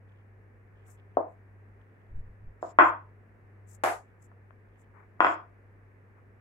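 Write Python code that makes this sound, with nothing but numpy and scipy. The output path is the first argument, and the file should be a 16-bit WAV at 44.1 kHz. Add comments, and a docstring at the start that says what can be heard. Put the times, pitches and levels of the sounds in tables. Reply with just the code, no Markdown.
"""Two dull thuds come first: a wooden rolling pin flattens dough on a tiled kitchen counter, and the dough
cushions it. Then the pin's end knocks hard on the tile, the turned dough lands with a slap, and the pin
clatters as it is laid down. The small hard room rings after each blow. In between, puffs of hiss come
and go and sticky dough crackles, while an appliance hums faintly."""
import sys
import numpy as np
from scipy import signal
from scipy.fft import rfft, irfft, next_fast_len
from scipy.io import wavfile
from scipy.ndimage import uniform_filter1d, minimum_filter1d, map_coordinates

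SR = 44100
rng = np.random.default_rng(int(sys.argv[2]) if len(sys.argv) > 2 else 0)


def unload_audio(sound):
    """Save the sound as a 16-bit wav file, at the path given as the first command line argument."""
    columns = np.transpose(np.atleast_2d(sound))
    # keep every value between -1 and 1, then stretch to whole-number steps
    steps = np.round(np.clip(columns, -1, 1) * 32767)
    wavfile.write(sys.argv[1], SR, steps.astype(np.int16))


N = 282374


def rolling_pin(bare_wood_hz=1700, delay_at_1khz_s=0.00052):
    """Each hit shakes counter and pin; dough in between softens the hit and shortens the ring."""
    # Each row: start in seconds, level in dB, treble cut-off in Hz, steepness of that cut,
    # pin ring in dB, room ring in dB, left over right in dB.
    knocks = [(1.1697, -8, 817, 5.64, -18, 0, 2), (2.6272, -20, 820, 3.9, -7.5, 0, -4.5),
              (2.7872, 3, 1710, 5, 7, 5, -1.5), (4.3160, -52, 1400, 4.2, 1, -1, 15),
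              (4.5070, -46.5, 2030, 5.3, -0.5, -7, 15.5), (5.194, -40.5, 1523, 7.5, -4, 13, -1),
              (5.2048, -3.5, 1594, 3.95, 6.5, 2, 4.5), (5.2463, -4.5, 1550, 3.25, 4.5, 0.5, 0),
              (5.2679, -10.5, 1400, 3, -1.5, 1.5, 1.5)]
    # The counter's answer to a sharp blow. Each row: frequency in Hz, level in dB.
    counter = [(60, -33), (190, -39.5), (265, -13), (430, -8), (560, -3.5), (660, 4), (860, -3.5),
               (1100, 2.5), (1450, 1), (1900, -1), (3000, -12.5), (4000, -15), (7500, -9), (15000, -10.5)]
    # The tones of the bending pin. Each row: frequency in Hz, width in Hz, level in dB.
    pin_tones = [(327, 33, -4), (1030, 140, 3.5), (1400, 170, 2.5), (1985, 120, -2.5), (2510, 380, 0.5),
                 (3267, 160, 1.5), (5110, 180, -1)]
    out, hz = np.zeros((2, N)), np.arange(SR // 2 + 1.)
    wood_power = sum(amp(db) ** 2 / (1 + ((hz - f) / width) ** 2) ** 2 for f, width, db in pin_tones)
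    # Low bending waves travel slower, so they arrive later.
    slowed = lambda hz: np.exp(-4j * np.pi * delay_at_1khz_s * np.sqrt(hz * 1000))
    for s, db, cutoff_hz, steepness, pin_db, room_db, pan_db in knocks:
        body = np.sqrt(amp(along(counter, hz)) ** 2 + amp(pin_db) ** 2 * wood_power)
        cushion = 1 / (1 + (hz / cutoff_hz) ** steepness)
        pulse = filtered(short_pulse(body * cushion), slowed)
        stretch = (cutoff_hz / bare_wood_hz) ** 0.32
        knock = kitchen(pulse, room_db, pan_db, lag_s=.0002, sag=1.245, stretch=stretch, standing_db=-1)
        add(out, s, amp(db) * knock)
    return out


def dough_slap():
    """The flat dough lands in two quick stages and squeezes out the air with a bright smack."""
    # Each row: start in seconds, level in dB, room ring in dB, left over right in dB.
    landings = [(3.837, -16, 7.5, 12), (3.8404, -10.5, 7.5, -8)]
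    # The smack's tone. Each row: frequency in Hz, level in dB.
    spectrum = [(150, -30), (240, -21.5), (320, -8.5), (520, -7), (720, 2), (880, -3), (1070, -6),
                (1500, -8.5), (2300, -16), (3300, -28), (4500, -32.5), (11000, -32), (15500, -45.5)]
    out = np.zeros((2, N))
    smack = short_pulse(amp(along(spectrum, np.arange(SR // 2 + 1.))))
    for s, db, room_db, pan_db in landings:
        slap = kitchen(smack, room_db, pan_db, lag_s=.0003, sag=1.9, stretch=0.77, standing_db=-9)
        add(out, s, amp(db) * slap)
    return out


def kitchen(pulse, room_db, pan_db, lag_s, sag, stretch, standing_db):
    """A blow reaches two microphones: directly, off the near walls, then as a dense ring."""
    # Each row: frequency in Hz, seconds to fade by 60 dB before stretch is applied.
    ring_times = [(150, 0.22), (330, 0.28), (650, 0.31), (1100, 0.32), (2200, 0.27), (3300, 0.28),
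                  (5200, 0.32), (7500, 0.35), (14000, 0.26)]
    # Tones that linger between the walls. Each row: frequency in Hz, level in dB.
    standing_waves = [(311, 4.5), (339, 1.5), (503, 5), (596, -7.5), (631, 2), (666, -1), (708, 5.5),
                      (747, 1), (884, 0.5), (935, 3), (1011, -6), (1027, 1), (1045, 0.5), (1076, 1.5),
                      (1119, 3), (1213, 8.5), (1300, 2), (1383, -9), (1420, -5), (1436, -12), (1482, 7.5),
                      (1513, -0.5), (1553, 1), (1608, 4.5), (1746, 0.5), (1891, 6), (1986, -3), (2005, 3.5)]
    # Each row: delay in seconds, level in dB.
    wall_echoes = [(.0082, -14), (0.0121, -15.5), (0.0224, -11.5)]
    t = np.arange(SR // 2) / SR
    # With sag above 1 the ring holds at first, then falls faster.
    fade = lambda t, hz: amp(-60 * (t / (stretch * along(ring_times, hz))) ** sag)
    rise = 1 - np.exp(-t / 0.0027)
    hz, frames, bands = signal.stft(rng.standard_normal((2, len(t))), SR, nperseg=256)
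    bands[1] *= (hz ** 2 / (hz ** 2 + 420 ** 2))[:, None]  # below 420 Hz both sides grow alike
    mid, side = signal.istft(bands * fade(frames, hz[:, None]), SR, nperseg=256)[1][:, :len(t)]
    ring = np.array([mid + side, mid - side]) * rise
    ring *= amp(-2) / np.linalg.norm(ring[0])
    for f, db in standing_waves:
        spread = min(f / 1200, .85) * rng.choice([-1, 1])  # high tones differ more between the sides
        phase = 2 * np.pi * rng.random() + spread * np.array([[1], [-1]])
        envelope = fade(t, f) * rise
        ring += amp(db + standing_db) * 2 * envelope / envelope.sum() * np.sin(2 * np.pi * f * t + phase)
    path = amp(room_db) * ring
    direct = np.array([t == 0, t == t[round(lag_s * SR)]])  # the left microphone is nearer
    add(path, 0, panned(pan_db) * direct)
    for delay, db in wall_echoes:
        arrivals = np.abs(delay + rng.normal(0, .00015, 2))
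        path[[0, 1], np.round(arrivals * SR).astype(int)] += amp(db)
    return signal.fftconvolve(pulse[None, :SR // 4], path, axes=1)


def knock_hiss():
    """A thin hiss hangs over some of the knocks."""
    # Each row: start in seconds, length in seconds, level in dB, left over right in dB.
    puffs = [(2.622, 0.1, -68, 3.5), (2.81, 0.086, -63, 1.5), (5.21, 0.1404, -65, 2.5)]
    # Each row: frequency in Hz, level in dB.
    spectrum = [(1500, -8.5), (4600, -12.5), (5200, -6), (6200, -11.5), (7300, -1), (8300, -13.5),
                (9600, -22.5), (11000, -21.5), (15500, -33.5)]
    return bursts(puffs, spectrum, edge_s=0.0095, grain_db=2.0)


def soft_hiss():
    """Short, high puffs of hiss come and go between the blows."""
    # Each row: start in seconds, length in seconds, level in dB, left over right in dB.
    puffs = [(.868, 0.082, -67.5, 3), (1.285, .06, -90.5, 6.5), (3.685, 0.08, -65.5, 6.5),
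             (4.215, 0.047, -74.5, 9.5), (4.79, 0.039, -77.5, 7.5)]
    # Each row: frequency in Hz, level in dB.
    spectrum = [(1500, -23), (4500, -17.5), (5600, -5), (7800, 4.5), (10000, -4), (12500, -4), (15500, -14)]
    return bursts(puffs, spectrum, edge_s=0.014, grain_db=2.5)


def rubbing():
    """Hands and wood rub softly."""
    # Each row: start in seconds, length in seconds, level in dB, left over right in dB.
    rubs = [(.11, 0.11, -87, 7), (.875, 0.03, -68.5, 14), (.98, 0.023, -86, 5.5), (1.795, 0.023, -72, 1),
            (4.94, 0.11, -60.5, 5), (6.16, 0.061, -70.5, 4)]
    # Each row: frequency in Hz, level in dB.
    spectrum = [(300, 5), (1100, 23), (2300, 11), (3500, -32), (9000, -24.5)]
    return bursts(rubs, spectrum, edge_s=0.0051, grain_db=3.5)


def crackle(ticks_per_s=220, spread_db=4.5, resting_db=-96):
    """Sticky dough peels off wood and skin in tiny ticks of uneven size."""
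    # Each row: start in seconds, length in seconds, level in dB.
    peels = [(0.083, .14, -83.5), (.76, 0.14, -84), (0.979, .035, -75), (1.03, .17, -90),
             (1.794, 0.037, -78), (1.88, .22, -90), (4.03, .1, -91), (4.679, 0.18, -86.5)]
    # Each row: frequency in Hz, level in dB.
    spectrum = [(1000, -18.5), (2500, 1), (3500, -4.5), (5000, -18), (10000, -32)]
    ticks = (rng.random(N) < ticks_per_s / SR) * amp(spread_db * rng.standard_normal((2, N)))
    t = np.arange(SR // 100) / SR
    snap = rng.standard_normal((2, len(t))) * amp(-60 * t / .01)
    snaps = signal.fftconvolve(ticks, snap, axes=1)[:, :N]
    level = amp(resting_db) + sum(amp(db) * swell(s, length, edge_s=.012) for s, length, db in peels)
    return level * unit(filtered(snaps, lambda hz: amp(along(spectrum, hz))))


def draft():
    """Moved air reaches the microphones as a brief deep rumble."""
    # Each row: start in seconds, length in seconds, level in dB.
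    gusts = [(2.13, 0.078, -32.5), (2.22, 0.13, -45.5), (2.414, 0.099, -41.5)]
    # Each row: frequency in Hz, level in dB.
    spectrum = [(8, -1), (20, -0.5), (30, -14), (45, -15), (80, -14), (170, -28), (300, -55), (600, -84.5),
                (2000, -130)]
    level = sum(amp(db) * swell(s, length, edge_s=0.017) for s, length, db in gusts)
    return level * noise(spectrum, likeness=[(50, 1.0)])


def appliance(hum_hz=99.98, beat_hz=1.41, motor_peak_s=3.01, motor_swell_s=1.5):
    """The mains hum of an appliance throbs against the slightly lower tone of its motor."""
    t = np.arange(N) / SR
    since_peak = t - motor_peak_s
    phase = 2 * np.pi * hum_hz * t + .22 * wobble(2.2)
    motor_level = amp(-7) / (1 + (since_peak / motor_swell_s) ** 4)
    motor = motor_level * np.sin(phase - 2 * np.pi * beat_hz * since_peak)
    level_db = -54.5 - .5 * t + 0.84 * wobble(2.9)  # slowly fades and wavers
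    return amp(level_db) * unit(np.sin(phase) + motor) * panned(.7)


def background(air_db=-63, drone_db=-65):
    """Dull room air and a low drone."""
    # Each row of both: frequency in Hz, level in dB.
    air_spectrum = [(80, -28.5), (150, -6), (200, 0.5), (310, -4.5), (410, -0.5), (630, -8.5), (1000, -11),
                    (1400, -12), (1750, -8.5), (2300, -16.5), (2700, -24.5), (3200, -37.5), (4200, -42),
                    (15500, -46)]
    drone_spectrum = [(15, -15), (31, -12.5), (48, 7.5), (70, -4), (120, -3.5), (200, -14), (300, -56)]
    # Each row: frequency in Hz, how alike left and right are (1 means the same).
    likeness = [(60, 0.89), (180, 1), (550, 0.42), (1650, -0.13), (4970, 0.24), (15000, 0.27)]
    air = amp(air_db + 0.63 * wobble(1.3)) * noise(air_spectrum, likeness)
    return air + amp(drone_db) * noise(drone_spectrum, likeness=[(50, 0.52)])


def bursts(rows, spectrum, edge_s, grain_db):
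    """Short stretches of slightly grainy noise with soft edges."""
    level = sum(amp(db) * panned(pan_db) * swell(s, length, edge_s) for s, length, db, pan_db in rows)
    return level * amp(grain_db * wobble(120)) * noise(spectrum, likeness=[(1000, 0.088)])


def noise(spectrum, likeness):
    """Stereo noise with this spectrum; likeness says how alike the two sides are."""
    def response(hz):
        angle = np.arccos(np.clip(along(likeness, hz), -1, 1)) / 2
        return amp(along(spectrum, hz)) * [np.cos(angle), np.sin(angle)]
    mid, side = filtered(rng.standard_normal((2, N)), response)
    return unit(np.array([mid + side, mid - side]))


def short_pulse(gain):
    """The most compact pulse with this gain at each whole Hz, scaled to peak at 1."""
    cepstrum = irfft(np.log(np.maximum(gain, 1e-6)))
    # Folding the second half onto the first packs the energy at the start.
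    cepstrum[1:SR // 2] *= 2
    cepstrum[SR // 2 + 1:] = 0
    pulse = irfft(np.exp(rfft(cepstrum)))
    return pulse / np.abs(pulse).max()


def swell(s, length, edge_s):
    """A level that rises softly at time s, holds for length seconds and falls."""
    t = np.arange(N) / SR
    return (np.tanh((t - s) / edge_s) - np.tanh((t - s - length) / edge_s)) / 2


def wobble(rate):
    """A smooth curve through rate random points a second."""
    return map_coordinates(rng.standard_normal(int(N * rate / SR) + 4), [np.arange(N) * rate / SR])


def filtered(x, response):
    """Multiply each frequency in x by response(hz)."""
    size = next_fast_len(x.shape[-1] + SR // 2)
    return irfft(rfft(x, size) * response(np.fft.rfftfreq(size, 1 / SR)), size)[..., :x.shape[-1]]


def along(points, hz):
    """Read between (Hz, value) rows on a logarithmic frequency scale."""
    freqs, values = np.transpose(points)
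    return np.interp(np.log(hz + 1), np.log(freqs + 1), values)


def amp(db):
    """Turn decibels into a gain."""
    return 10 ** (np.asarray(db) / 20)


def unit(x):
    """Scale x to an average power of 1."""
    return x / np.sqrt(np.mean(x ** 2) + 1e-20)


def panned(pan_db):
    """Two gains, the left pan_db above the right."""
    return amp([[pan_db / 2], [-pan_db / 2]])


def add(track, s, sound):
    """Mix a stereo sound into the track at s seconds."""
    part = track[:, round(s * SR):][:, :sound.shape[1]]
    part += sound[:, :part.shape[1]]


def scene():
    """Blows, hiss and soft handling noises over the room's background."""
    # The two microphone openings favour different treble.
    # Each row: frequency in Hz, left over right in dB.
    openings = [(3500, 1.5), (5500, 1.5), (7300, 12.5), (9000, 1.5), (11000, -9.5), (15000, -6)]
    soft_sounds = knock_hiss() + soft_hiss() + rubbing()
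    work = rolling_pin() + dough_slap() + soft_sounds + crackle()
    work = filtered(work, lambda hz: amp(np.outer([.5, -.5], along(openings, hz))))
    return work + draft() + appliance() + background()


def record(dry, ceiling=1.053, top_hz=15800):
    """A fast limiter turns down the loudest peak, whose tip still clips; the highest treble is cut."""
    needed = np.minimum(1, ceiling / (np.abs(dry).max(axis=0) + 1e-9))
    gain = uniform_filter1d(minimum_filter1d(needed, size=60), size=30)
    return filtered(np.clip(dry * gain, -1, 1), lambda hz: hz < top_hz)


dry = scene()
out = record(dry)
unload_audio(out)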